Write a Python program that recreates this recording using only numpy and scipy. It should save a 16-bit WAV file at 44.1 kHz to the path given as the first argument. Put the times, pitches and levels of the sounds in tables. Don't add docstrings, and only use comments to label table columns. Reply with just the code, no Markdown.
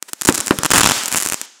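import sys
import numpy as np
from scipy import signal
from scipy.fft import rfft, irfft
from scipy.io import wavfile

SR = 44100
rng = np.random.default_rng(int(sys.argv[2]) if len(sys.argv) > 2 else 0)


def generate_wav(signal):
    frames = np.transpose(np.atleast_2d(signal))
    scaled = np.clip(frames, -1, 1) * 32767
    pcm = np.round(scaled).astype(np.int16)
    wavfile.write(sys.argv[1], SR, pcm)


def voltage_ratio(decibels):
    exponent = np.asarray(decibels, float) / 20
    return 10 ** exponent


N = 70560

# f/Hz, level/dB, t60/s
CRACK_MODES = [(8870, 0.5, 0.00091), (7430, -5.5, 0.0021), (10800, -11, 0.0015)]
# f/Hz, level/dB
GAS_COLOUR = [(120, -42), (200, -4.5), (1400, -3.5), (2090, -3), (3560, -8.5), (3900, -8.5), (8120, -2),
              (16000, -19)]


def ring(clicks, hz, t60):
    radius = voltage_ratio(-60 / (t60 * SR))
    angle = 2 * np.pi * hz / SR
    feedback = [1, -2 * radius * np.cos(angle), radius * radius]
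    return signal.lfilter([0, np.sin(angle)], feedback, clicks + 1e-18)


def train(s, gains):
    return np.bincount((np.asarray(s) * SR).astype(int), gains, N + SR)[:N]


def rings(s, gains, hz, t60, size):
    pitch_scatter = 0.1
    out = 0
    for k in range(5):
        pitch = hz * np.exp(pitch_scatter * (k - 2) / 2)
        out = out + ring(train(s, gains * (size == k)), pitch, t60)
    return out


def coloured(spectrum):
    hz, db = np.transpose(spectrum)
    f = np.fft.rfftfreq(N, 1 / SR) + 1
    gain = voltage_ratio(np.interp(np.log(f), np.log(hz), db))
    noise = irfft(rfft(rng.standard_normal(N)) * gain, N)
    return noise / noise.std()


def dying(clicks, t60):
    return signal.lfilter([1], [1, -voltage_ratio(-60 / (t60 * SR))], np.abs(clicks) + 1e-18)


def band_noise(low_hz, high_hz):
    band = signal.butter(2, [low_hz, high_hz], "band", fs=SR, output="sos")
    noise = signal.sosfilt(band, rng.standard_normal(N))
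    return noise / noise.std()


def night():
    # f/Hz, level/dB
    air_colour = [(59, -23), (100, 6), (1610, 21), (2750, 14.5), (7450, -31), (16000, -30)]
    return voltage_ratio(-80) * coloured(air_colour)


def fizz():
    # t/s, level/dB
    vigour_curve = [(0, -40), (.02, -17), (.032, -5), (.2, -2), (.35, 16), (.7, 8.5), (.97, 23), (1.1, 14),
                    (1.3, 13), (1.44, 6), (1.48, -18), (1.6, -25)]
    ticks_per_s, tick_db, spread_db, hiss_db = 500, -48, 3.0, -48
    vigour = voltage_ratio(np.interp(np.arange(N) / SR, *np.transpose(vigour_curve)))
    tick_size = voltage_ratio(tick_db + spread_db * np.minimum(rng.exponential(1, N), 4))
    ticks = tick_size * (rng.random(N) < ticks_per_s / SR)
    sparks = sum(voltage_ratio(g) * ring(ticks, hz, t60) for hz, g, t60 in CRACK_MODES[::2])
    return vigour * (sparks + voltage_ratio(hiss_db) * coloured(GAS_COLOUR))


def stars(big_gain, overload_gain):
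    # t/s, crack level/dB, body level re crack/dB
    star_bursts = [(0.0263, -7.5, -16), (0.1332, 1.0, -18.8), (0.2131, -0.4, -23.6), (0.2195, 1.2, -20.8),
                   (0.2341, -12.8, -16.5), (0.2402, -20.3, -21.4), (0.25, -0.6, -26.3),
                   (0.2533, 1.8, -16.8), (0.2579, 0.3, -23.4), (0.2722, 1.5, -16.4), (0.2763, 0.0, -23.4),
                   (0.2778, 1.7, -16.9), (0.2797, 1.0, -19.8), (0.2819, -7, -20), (0.2835, -0.3, -18.9),
                   (0.2854, 0.6, -17.5), (0.2865, 0.5, -13.4), (0.2874, 0.7, -10.1), (0.2956, 1.1, -12.9),
                   (0.2988, -4, -14), (0.3068, -16, -7.0), (0.3248, -1.7, -24.1), (0.344, -5.1, -17.5),
                   (0.3471, -2.9, -24.0), (0.35, -0.0, -20.5), (0.3561, 0.6, -20.7), (0.3778, 0.2, -19.4),
                   (0.3809, -1.0, -20.9), (0.39, -13.8, -22.4), (0.4037, 1.0, -17.5),
                   (0.4083, -0.4, -23.3),
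                   (0.4628, -8.2, -23.2), (0.471, 0.8, -21.7), (0.4809, 1.7, -16.4),
                     (0.4828, -15.6, -20.5), (0.4922, -15.9, -11.1), (0.5874, 2.0, -24),
                     (0.6339, 2.7, -10.6), (0.6482, -1.1, -7.9), (0.6546, 2.3, -8.2), (0.6611, 2.7, -9.6),
                     (0.705, 1.9, -9.6), (0.7129, 2.1, -8.5), (0.7153, 2.3, -9.4), (0.718, 2.4, -6.6),
                     (0.7187, 0.0, -7.0), (0.7222, -8.3, -9.8), (0.7344, 2.5, -7.7), (0.7365, 1.0, -6.4),
                     (0.7388, 2.1, -8.4), (0.7433, 2.0, -9.7), (0.7471, 2.2, -8.6), (0.7527, 2.1, -7.1),
                     (0.7585, 2.1, -9.1), (0.7596, 1.8, -6.4), (0.7638, 1.9, -7.9), (0.7677, 2.4, -11.3),
                     (0.7705, 2.7, -8.6),
                   (0.7778, 2.8, -13.7), (0.7792, 2.3, -13.7), (0.7803, 2.2, -9.8), (0.7813, 1.6, -6.2),
                  (0.7822, 1.0, -8.2), (0.7838, 1.6, -6.9), (0.7901, 1.8, -10.0), (0.7974, 2.7, -8.3),
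                  (0.8077, 2.0, -9.0), (0.8083, 0.0, -7.0), (0.8103, 2.6, -7.1), (0.8144, 1.4, -6.6),
                  (0.8326, 1.4, -6.2), (0.8336, 2.7, -7.4), (0.8429, 1.3, -5.7), (0.8545, 2.3, -9.0),
                  (0.8598, 1.1, -6.7), (0.8607, 1.2, -4.8), (0.8723, 1.3, -6.0), (0.8737, 2.4, -8.6),
                  (0.8903, 2.3, -8.5), (0.8975, 1.5, -7.0), (0.9103, -0.5, -3.5), (0.9184, 1.7, -6.8),
                   (1.0355, -4.5, -19), (1.0584, 0.4, -26.2), (1.0637, -10.1, -17.6), (1.0809, -0.5, -18.6),
                   (1.0843, -4, -25.3), (1.0955, -22, -8), (1.1133, -15.4, -11.2), (1.1174, -3.4, -17.8),
                   (1.1255, 0.4, -17.1), (1.1268, -2.5, -17.0), (1.1342, -5.1, -15.3), (1.1383, -7.0, -9.7),
                   (1.1416, -3.7, -22.6), (1.1463, -4.3, -4.7), (1.1588, -1.1, -10.8),
                   (1.1605, -13.5, -11.6), (1.1645, -2.4, -21.2), (1.1675, -0.7, -15.8),
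                   (1.1714, 0.4, -25.2), (1.1733, 0.5, -18.5), (1.1744, -1.0, -18.8), (1.1755, -0.9, -17.2),
                   (1.1804, 0.8, -16.7), (1.1849, -1.7, -18.9), (1.1925, -9.5, -25.3),
                   (1.1942, -13.4, -13.6),
                   (1.2019, 0.8, -23.9), (1.2054, -10.9, -17.7), (1.208, -9.3, -28.1),
                   (1.2099, -14.4, -20.0), (1.2139, -6.4, -14.7), (1.2167, -15.9, -17.6),
                   (1.2241, -0.6, -20.5), (1.2252, -5.9, -19.7), (1.2271, -7.7, -20.7),
                   (1.2325, -1.4, -23.8), (1.2341, -15.4, -18.8), (1.2396, -17.1, -16.2),
                   (1.2466, -11.8, -25.1), (1.2512, -5.7, -15.9), (1.2547, -8.2, -20.1),
                   (1.2612, 1.3, -15.0), (1.2632, -13.2, -13.7), (1.2727, -1.4, -17.8),
                   (1.2876, -1.9, -21.3), (1.2997, 0.3, -18.0), (1.3152, -14.7, -17.9),
                   (1.3224, 1.9, -14.3), (1.3285, -18, -20), (1.3338, -2.1, -17.2), (1.3431, 1.8, -15.2),
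                   (1.3768, -26, -18.7), (1.4146, -2, -18)]
    # f/Hz, level/dB, t60/s
    body_modes = [(2960, -1.5, 0.0035), (5720, -5, 0.00083), (1157, 2.5, 0.0027), (600, -17, 0.0049),
                  (288, -10.5, .013)]
    # t/s, first body mode level/dB
    ground_image = [(0, -21), (.2, -5), (.6, -2), (1.0, 0), (1.25, -5), (1.33, 7), (1.6, -10)]
    lead_s, suction_s = .00007, .00008
    mode_scatter_db, big_from_db = 1.5, -17.5
    small_thud_share = 0.54
    bounce_s, bounce_db = .0006, -14
    grit_db, grit_share, grit_t60_s = -16.5, 0.17, .008
    crack_cut_hz = 16000

    flurries = np.array(star_bursts)
    s, db, body_db = np.transpose(flurries)
    big_db = big_gain * np.maximum(body_db + np.minimum(db, 0) - big_from_db, 0)
    s = s + lead_s * (.3 + 1.4 * rng.random(len(s)))
    db = db + big_db + overload_gain * np.maximum(db, 0)
    luck_db = mode_scatter_db * rng.standard_normal((len(s), 10))
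    size = rng.integers(0, 5, (len(s), 8))
    size[:, 1] = 2

    crack = 0
    for k, (hz, g, t60) in enumerate(CRACK_MODES):
        crack = crack + rings(s, voltage_ratio(db + g + luck_db[:, k]), hz, t60, size[:, k])

    body = 0
    for k, (hz, g, t60) in enumerate(body_modes):
        sucked = hz < 2000
        sign = -1 if sucked else 1
        mode_db = db + body_db + g
        if k == 0:
            mode_db = mode_db + np.interp(s, *np.transpose(ground_image))
        if k == 4:
            mode_db = mode_db - small_thud_share * (body_db + 12)
        if k != 2:
            mode_db = mode_db + 2 * luck_db[:, 3 + k]
        body = body + sign * rings(s + sucked * suction_s, voltage_ratio(mode_db), hz, t60, size[:, 3 + k])

    late = s + bounce_s * np.exp(luck_db[:, 9] / 3)
    bounce = train(late, voltage_ratio(db + bounce_db + 2 * luck_db[:, 8]))
    crack = crack + ring(bounce, *CRACK_MODES[0][::2])
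    grit_decay = dying(train(s, voltage_ratio(db + grit_share * body_db)), grit_t60_s)
    grit = voltage_ratio(grit_db) * grit_decay * coloured(GAS_COLOUR)
    return signal.lfilter(*signal.butter(1, crack_cut_hz, fs=SR), crack) + grit, body


def echo(sent):
    # delay t/s, level/dB
    delay_curve = [(0, -39.5), (.012, -70), (.049, -64), (.056, -63.5), (.112, -57), (.14, -62.5),
                   (.19, -70), (.3, -69.5), (.6, -108)]
    # f/Hz, level/dB, extra loss/(dB/s)
    absorption = [(270, -0.5, 26), (528, -3.5, 3.5), (1007, 0, 7), (1850, -2.5, 7), (4640, 7.5, 23),
                  (7340, -5.5, 102), (9800, -9.5, 248), (14000, -9, 398)]
    bearing_s, knee_s = .007, 0.087
    t = np.arange(int(delay_curve[-1][0] * SR)) / SR
    bearing = (np.arange(N) / SR / bearing_s).astype(int) % 4
    white = rng.standard_normal((2, 4, SR))
    reply = 0
    for k, (hz, db, loss_db) in enumerate(absorption):
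        edges_hz = [hz * .7, min(hz * 1.4, .45 * SR)]
        band_pass = signal.butter(2, edges_hz, "band", fs=SR, output="sos")
        band = signal.sosfilt(band_pass, white[k % 2])
        reply = reply + band[:, :len(t)] * voltage_ratio(db - loss_db * np.maximum(t - knee_s, 0))
    reply = reply * voltage_ratio(np.interp(t, *np.transpose(delay_curve)))
    return sum(signal.fftconvolve(sent * (bearing == k), reply[k])[:N] for k in range(4))


def puffs():
    # t/s, level/dB, half length/s
    breaths = [
        (.091, -34, .0065),
        (.965, -23, .002),
        (.98, -27, .003),
        (.196, -50, .008),
        (.505, -33, .002),
        (1.45, -40, .006),
    ]
    t = np.arange(N) / SR
    envelope = sum(voltage_ratio(db) * np.exp(-((t - s) / half) ** 2 / 2) for s, db, half in breaths)
    return envelope * coloured(GAS_COLOUR)


def lifts():
    # t/s, level/dB, tube f/Hz, t60/s, wall ring level re charge/dB
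    charges = [
        (.2884, 10, 275, .018, -9),
        (.5084, 9, 292, .018, -12),
        (.5875, -6, 135, .016, -1),
        (.967, -29, 130, .07, -30),
        (.39, -24, 125, .05, -30),
    ]
    shock_db, shock_hz, shock_t60_s = 6, 1450, .002
    bounce_s, bounce_db = .00072, -4
    wall_hz, wall_t60_s = 3400, .005
    swing_lag_cycles, ground_db = .09, -24.5
    rumble_db, rumble_hz, rumble_t60_s, rise_t60_s = -21.5, 1520, 0.091, 0.021
    boom_db, boom_hz, boom_t60_s = -27, 460, 0.18
    spit_db, spit_t60_s = -11, .006

    out = np.zeros(N)
    rumble = band_noise(120, rumble_hz)
    spit = coloured(GAS_COLOUR)
    roll = band_noise(boom_hz / 3, boom_hz)
    for s, db, hz, t60, wall_db in charges:
        click = train([s], [voltage_ratio(db)])
        swing = train([s + swing_lag_cycles / hz], [voltage_ratio(db)])
        front_db = db + shock_db + 2 * min(db, 0)
        front = train([s, s + bounce_s], voltage_ratio(front_db + np.array([0, bounce_db])))
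        out += ring(front, shock_hz, shock_t60_s)
        out += voltage_ratio(wall_db) * ring(click, wall_hz, wall_t60_s)
        out -= ring(swing, hz, t60) + voltage_ratio(ground_db) * ring(swing, hz / 2, t60 * 2)
        rise = dying(click, rise_t60_s)
        out += voltage_ratio(rumble_db) * (dying(click, rumble_t60_s) - rise) * rumble
        out += voltage_ratio(boom_db) * (dying(click, boom_t60_s) - rise) * roll
        out += voltage_ratio(spit_db) * dying(click, spit_t60_s) * spit
    return out


def scene():
    crack, body = stars(big_gain=0.6, overload_gain=0)
    lift = lifts()
    far_crack, far_body = stars(big_gain=0.88, overload_gain=0.66)
    wash = echo(voltage_ratio(2) * far_crack + voltage_ratio(3.5) * far_body + voltage_ratio(1) * lift)
    return (crack + body + lift + wash + puffs() + fizz() + night())[None]


def low_pass(x):
    return signal.sosfilt(signal.butter(12, 16550, fs=SR, output="sos"), x)


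def record(dry):
    low_cut_hz, knee, top_cut_hz = 115, 8, 16150
    x = signal.sosfilt(signal.butter(1, low_cut_hz, "high", fs=SR, output="sos"), dry)
    x = x / (1 + np.abs(x) ** knee) ** (1 / knee)
    top_cut = signal.cheby2(12, 25, top_cut_hz, fs=SR, output="sos")
    x = np.clip(signal.sosfiltfilt(top_cut, x), -1, 1)
    return low_pass(x)


dry = scene()
out = record(dry)
generate_wav(out)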